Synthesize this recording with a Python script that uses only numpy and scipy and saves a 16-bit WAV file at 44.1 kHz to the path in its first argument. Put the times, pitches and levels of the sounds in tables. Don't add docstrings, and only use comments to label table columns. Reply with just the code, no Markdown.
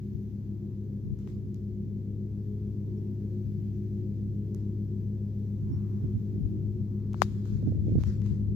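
import sys
import numpy as np
from scipy import signal
from scipy.fft import rfft, irfft, next_fast_len
from scipy.io import wavfile
from scipy.ndimage import uniform_filter1d

SR = 44100
rng = np.random.default_rng(int(sys.argv[2]) if len(sys.argv) > 2 else 0)


def generate_wav(sig):
    pcm = np.round(np.clip(np.atleast_2d(sig).T, -1, 1) * 32767).astype(np.int16)
    wavfile.write(sys.argv[1], SR, pcm)


N = 377055

# f/Hz, left minus right/dB, left lead/rad, likeness of the roar/0-1
PORT_RESPONSE = [(60, 0, 0.34, 0.59), (102, 3.5, -0.087, 0.95), (132, 0.5, -0.11, 0.97),
                 (198, 2.5, 0.089, 1), (258, 0.5, -0.29, 0.89), (347, -0.5, 0.43, 0.88),
                 (650, 4, 0.83, 0.85), (1190, 0, -0.31, 0.22)]


def tractor():
    # t/s, firing rate/Hz
    firing_rate = [(0, 103.3), (.5, 103.12), (1, 102.9), (1.5, 102.85), (2, 103.14), (2.5, 103.03),
                   (3, 103.31), (3.5, 103), (4, 103.3), (4.5, 103.21), (5, 102.9), (5.5, 103.19),
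                   (6, 103.36), (6.5, 103.43), (7, 103.34), (7.5, 103.08), (8, 102.78), (8.55, 102.87)]
    # t/s, level of the firing tone/dB, level of the exhaust's upper tones/dB
    approach = [(0, -39, -72.5), (.6, -40.5, -58), (1.6, -37.5, -57), (2.8, -36.5, -51.5),
                (4.1, -34.5, -52), (5.9, -34, -57), (6.5, -35, -52.5), (7.6, -32.5, -53.5),
                (8.55, -30, -52)]
    firings = np.cumsum(curve(firing_rate)) / SR
    firing_db, upper_db = curve(approach), curve(approach, column=2)
    rise_db = firing_db + 40
    drone = diesel(firings, firing_db, upper_db, rise_db) + mower(firings, rise_db)
    return at_ports(drone + roar(rise_db) + treble(firings))


def diesel(firings, firing_db, upper_db, rise_db):
    # multiple of the firing rate, relative level/dB
    exhaust = [(.5, -18), (1.5, -4.5), (2.5, -8), (3, -1), (3.5, -1), (4, -8.5), (5, -18.5), (6, -29.5),
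               (7, -38)]
    firing_tone = gain_of(firing_db) * comb(firings, [(1, 0)], flutter_db=.66)
    octave = gain_of(-44.5 + .55 * rise_db) * comb(firings, [(2, 0)], flutter_db=.5)
    return firing_tone + octave + gain_of(upper_db) * comb(firings, exhaust, flutter_db=3)


def mower(firings, rise_db):
    # multiple of the shaft rate, relative level/dB
    shaft_tones = [(4, -5), (5, -13), (7, -6.5), (8, -2.5), (9, -8), (10, -11), (11, -15.5), (12, 0),
                   (13, -23.5), (14, -15.5), (15, -14.5), (16, -15), (18, -25), (20, -25.5), (21, -16.5),
                   (22, -15), (25, -26.5)]
    firings_per_turn, lead_turns = 6.20985, .0461
    turns = firings / firings_per_turn + lead_turns
    return gain_of(-45 + .25 * rise_db) * comb(turns, shaft_tones, flutter_db=.62, pulses=4)


def roar(rise_db):
    # f/Hz, relative level/dB
    spectrum = [(20, -22), (45, -10), (105, -1.5), (140, -5), (172, 0), (215, -4), (280, -11.5), (365, -4),
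                (410, -10), (450, -19), (620, -31.5), (800, -42.5), (1100, -46), (2000, -67)]
    level = gain_of(-45.5 + .14 * rise_db) * drift(.59, 1.4)
    return level * noise(spectrum, patchy_db=2.1, likeness=.98, size=4096)


def treble(firings):
    # t/s, level/dB
    top_levels = [(0, -90.5), (.64, -77.5), (1.8, -90.5), (2.28, -81), (2.8, -87), (4.2, -86.5), (4.6, -81),
                  (5.3, -87.5), (5.74, -74.5), (6.8, -81.5), (7.33, -72), (7.86, -82.5), (8.2, -72),
                  (8.55, -77.5)]
    # multiple of the firing rate, level/dB
    whine_tones = [(7, -99), (8, -94), (9, -93.5), (10, -97.5)]
    # t of the crest/s, length/s, multiple of the firing rate, rise/dB
    swells = [(2.303, 0.47, 7, 7), (2.344, 0.26, 8, 10.5), (3.079, 0.6, 9, 10.5), (4.797, .5, 10, 7.5),
              (5.999, 0.65, 10, 4.5), (6.203, .9, 8, 13), (6.5, 0.46, 10, 7), (6.897, .4, 9, 5)]
    band = filtered(rng.standard_normal((2, N)), 2, [620, 1300], "band")
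    top = gain_of(curve(top_levels)) * drift(3.1, 3) * evened(band)
    step = 8
    t, whine = np.arange(0, N, step) / SR, 0
    for multiple, db in whine_tones:
        swell_db = sum(rise_db * np.exp(-.5 * (3 * (t - crest) / length) ** 2)
                       for crest, length, which, rise_db in swells if which == multiple)
        blur_turns = .14 * np.log(drift(11, 15, step))
        tone = np.cos(2 * np.pi * (multiple * firings[::step] + blur_turns))
        whine += gain_of(db + swell_db) * drift(4.5, 5, step) * tone
    return top + np.sqrt(2) * signal.resample_poly(whine, step, 1)[:N]


def wind():
    # t/s, left level/dB, right level/dB
    strength = [(0, -44, -58), (.5, -47, -60), (.9, -55, -55), (1.45, -44, -41.5), (2.1, -47, -57.5),
                (3.9, -48, -48), (4.3, -55.5, -42.5), (4.6, -58, -57), (5.55, -56, -52), (5.8, -36, -32),
                (6.2, -45, -41.5), (6.5, -35.5, -35), (6.9, -38, -44.5), (7.35, -42.5, -52),
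                (7.55, -32.5, -36), (7.75, -30.5, -30.5), (7.95, -28.5, -35.5), (8.1, -34.5, -51),
                (8.55, -22.5, -50.5)]
    # t of the crest/s, port (0 left, 1 right), level at the crest/dB, length/s
    gusts = [(.15, 0, -29.5, 0.041), (1.078, 0, -31, 0.057), (1.129, 0, -22.5, 0.017),
             (4.257, 1, -39, 0.095), (5.718, 1, -28.5, 0.044), (5.77, 0, -31, 0.04), (6.05, 1, -28, 0.032),
             (6.162, 1, -25, 0.04), (6.438, 0, -23, 0.055), (7.54, 0, -25.5, 0.074),
             (7.66, 0, -31.5, 0.059), (7.68, 1, -23.5, 0.072), (7.77, 0, -23.5, 0.031),
             (7.84, 0, -26.5, 0.13), (7.884, 0, -25, 0.032), (7.92, 1, -24, 0.043),
             (7.971, 1, -19.5, 0.049), (8.317, 0, -25, .08), (8.49, 0, -41, 0.1)]
    top_hz = [105, 146]
    out = np.zeros((2, N))
    for port in range(2):
        breeze = drift(5.2, 6.5) * evened(filtered(rng.standard_normal(N), 2, [45, 110], "band"))
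        lumps = evened(drift(5, 14) * buffet(top_hz[port], N))
        out[port] = gain_of(-58) * breeze + gain_of(curve(strength, column=port + 1)) * lumps
    t = np.arange(-6000, 6000) / SR
    for crest, port, db, length in gusts:
        shape = np.exp(-.5 * (2.24 * t / length) ** 2)
        air = buffet(top_hz[port], len(t)) * shape
        air *= np.sqrt(np.sum(shape ** 2) / np.sum(air ** 2))
        part = out[port, max(round(crest * SR) - 6000, 0):][:len(t)]
        part += gain_of(db) * air[:len(part)]
    return out + slaps()


def buffet(top_hz, samples):
    air = filtered(rng.standard_normal(samples + 4000), 2, top_hz)
    air = filtered(air, 6, 2.03 * top_hz)
    return filtered(air, 2, 72, "high")[4000:]


def slaps():
    # t/s, level/dB, f/Hz
    hits = [(6.043, -18.5, 116.4), (7.627, -22.5, 220), (7.6733, -12, 160), (7.69, -22, 193),
            (7.7217, -21.5, 256), (7.748, -26, 219), (7.777, -29.5, 235), (7.867, -23, 173),
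            (7.8814, -18, 213), (7.894, -21, 222), (7.92, -21, 205), (7.954, -8.5, 176), (7.9758, -24, 177),
            (7.984, -14, 164), (8.007, -29, 252)]
    out = np.zeros((2, N))
    for start, db, hz in hits:
        sharp_edge = .16 * thump(2.8 * hz, swell=.86, lead=.43)
        slap = filtered(thump(hz, swell=.26, lead=.25) + sharp_edge, 6, 700)
        out[:, round((start - .0008) * SR):][:, :len(slap)] += sides(db, pan_db=-28.5) * slap
    return out


def finger_ticks():
    # t/s, level/dB, left minus right/dB, snap against knock/dB, tilt of the snap/dB per octave
    taps = [(1.189, -53, -13, 4, 9), (1.274, -41, 18, 0, -9), (1.544, -65.5, -18, 23.5, 8),
            (4.5465, -47, -20, 10, 12.5), (7.132, -51, -8, 10.5, 1), (7.143, -26, 32, -6.5, -13),
            (7.2186, 0.5, 39, -9, -5.5), (7.455, -42, -27, -5, 5), (8.036, -32.5, -12, 0, -5),
            (8.218, -48, 24, 6, -4), (8.262, -44.5, -24, 2, 2)]
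    # f/Hz, relative level/dB
    casing = [(500, -19.5), (1200, -19), (2000, 6), (3000, 6), (4500, 2.5), (6600, 5), (8800, -10.5),
              (11500, -2), (15000, -20)]
    knock_hz, hz = 933, abs(np.fft.fftfreq(2048, 1 / SR))
    knock = thump(knock_hz, swell=.43, lead=.088) + .083 * thump(.29 * knock_hz, swell=.33, lead=.9)
    out = np.zeros((2, N))
    for start, db, pan_db, snap_db, tilt_db in taps:
        colour_db = at_hz(casing, hz) + tilt_db * np.log2(np.clip(hz, 500, 7000) / 7000)
        log_spectrum = np.conj(signal.hilbert(np.log(gain_of(colour_db))))
        snap = np.fft.ifft(np.exp(log_spectrum)).real[:len(knock)]
        tick = knock + gain_of(snap_db) * snap / abs(snap).max()
        out[:, round((start + .0008) * SR):][:, :len(tick)] += sides(db, pan_db) * tick
    return out


def finger_rubs():
    # t of the crest/s, rise/s, fade/dB per s, level/dB, left minus right/dB; the row at 7.224 s is a #
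    strokes = [(1.2, .03, 148, -66.5, -11), (1.29, .04, 170, -65, 2), (1.56, .02, 200, -70, -12),
               (4.56, .02, 148.5, -67.5, -15), (7.224, .004, 1093, -33.5, 15), (7.235, 0.19, 50.5, -60, 1),
               (7.46, .03, 32.5, -65.5, -5.5), (7.9, .12, 40.5, -71, 2), (8.01, .04, 207, -58.5, 2.5),
               (8.07, .04, 92, -60, 5.5), (8.26, .05, 86, -65, 3)]
    # f/Hz, relative level/dB
    spectrum = [(500, -15), (1000, 0), (1800, -0.5), (2800, -5.5), (4200, -3), (7000, -6), (8600, -18),
                (15000, -16.5)]
    pressure = np.zeros((2, N))
    for crest, rise, fade_db, db, pan_db in strokes:
        part = pressure[:, round((crest - rise) * SR):][:, :SR]
        t = np.arange(part.shape[1]) / SR - rise
        attack = np.clip(1 + t / rise, 0, 1) ** 2
        part += sides(db, pan_db) * attack * gain_of(-fade_db * np.maximum(t, 0))
    grain = gain_of(7.3 * uniform_filter1d(rng.standard_normal(N), size=100))
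    return pressure * evened(grain * noise(spectrum, patchy_db=2.5))


def bird():
    # t/s, length/s, starting f/Hz, top f/Hz, level/dB
    peeps = [(2.971, .03, 5450, 5450, -73.5), (5.71, 0.092, 5340, 5600, -69.5)]
    out = np.zeros(N)
    for start, length, from_hz, top_hz, db in peeps:
        progress = np.linspace(0, 1, round(length * SR))
        hz = from_hz + (top_hz - from_hz) * np.sin(2.7 * progress)
        envelope = gain_of(db - 14 * progress ** 2) * np.hanning(len(hz)) ** .3
        out[round(start * SR):][:len(hz)] += envelope * np.sin(2 * np.pi * np.cumsum(hz) / SR)
    return out


def at_ports(pair):
    size = next_fast_len(N)
    hz = np.fft.rfftfreq(size, 1 / SR)
    left = gain_of(at_hz(PORT_RESPONSE, hz) / 2) * np.exp(.5j * at_hz(PORT_RESPONSE, hz, column=2))
    return irfft(rfft(pair, size) * np.array([left, 1 / left]), size)[:, :N]


def comb(turns, tones, flutter_db, pulses=1):
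    out, step = 0, 8
    for multiple, db in tones:
        start = rng.random() * (multiple % pulses > 0)
        tone = np.cos(2 * np.pi * (multiple * turns[::step] + start))
        out += gain_of(db) * drift(flutter_db, 4.3, step) * tone
    return np.sqrt(2) * signal.resample_poly(out, step, 1, padtype="line")[:N]


def thump(hz, swell, lead):
    turns = hz * np.arange(1500) / SR
    return (turns / swell * np.exp(1 - turns / swell)) ** 2 * np.sin(2 * np.pi * (turns + lead))


def noise(spectrum, patchy_db, likeness=0, size=1024):
    frames, hz = 4 * N // size + 5, np.fft.rfftfreq(size, 1 / SR)
    a, b, c, d, patches = rng.standard_normal((frames, len(hz), 5)).T
    patches = evened(uniform_filter1d(uniform_filter1d(patches, size=8, axis=0), size=10, axis=1))
    alike = np.clip(at_hz(PORT_RESPONSE, hz, column=3) * likeness, 0, 1)[:, None]
    left = a + 1j * b
    right = alike * left + np.sqrt(1 - alike ** 2) * (c + 1j * d)
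    spectra = np.array([left, right]) * gain_of(at_hz(spectrum, hz)[:, None] + patchy_db * patches)
    return evened(signal.istft(spectra, nperseg=size, noverlap=3 * size // 4)[1][:, :N])


def drift(db, hz, step=1):
    knots = np.arange(0, N + 256, 256)
    waves = sum(np.sin(2 * np.pi * (rate * knots / SR + rng.random())) / np.sqrt(rate)
                for rate in hz * np.geomspace(.08, 1, 16))
    return np.interp(np.arange(0, N, step), knots, gain_of(db * evened(waves)))


def curve(rows, column=1):
    return np.interp(np.arange(N) / SR, np.array(rows)[:, 0], np.array(rows)[:, column])


def at_hz(rows, hz, column=1):
    return np.interp(np.log(hz + 1), np.log(np.array(rows)[:, 0] + 1), np.array(rows)[:, column])


def filtered(x, order, hz, kind="low"):
    return signal.sosfilt(signal.butter(order, hz, kind, fs=SR, output="sos"), x)


def sides(db, pan_db):
    return gain_of(db + np.minimum([[pan_db], [-pan_db]], 0))


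def gain_of(db):
    return 10 ** (np.asarray(db) / 20)


def evened(x):
    return x / np.sqrt(np.mean(x ** 2) + 1e-20)


def scene():
    return tractor() + wind() + finger_ticks() + finger_rubs() + bird()


def record(dry):
    # f/Hz, relative level/dB
    spectrum = [(500, -1), (1100, -8.5), (1700, 2), (2800, -2), (6500, -3), (8600, -15.5), (11000, -9),
                (15000, -4)]
    hiss = gain_of(-72.5) * drift(1, 1.1) * noise(spectrum, patchy_db=1)
    bass_cut = filtered(dry + hiss, 4, 45, "high")
    band_limit = signal.firwin(511, 15500, window=("kaiser", 9), fs=SR)
    return signal.oaconvolve(bass_cut, band_limit[None], "same")


dry = scene()
out = record(dry)
generate_wav(out)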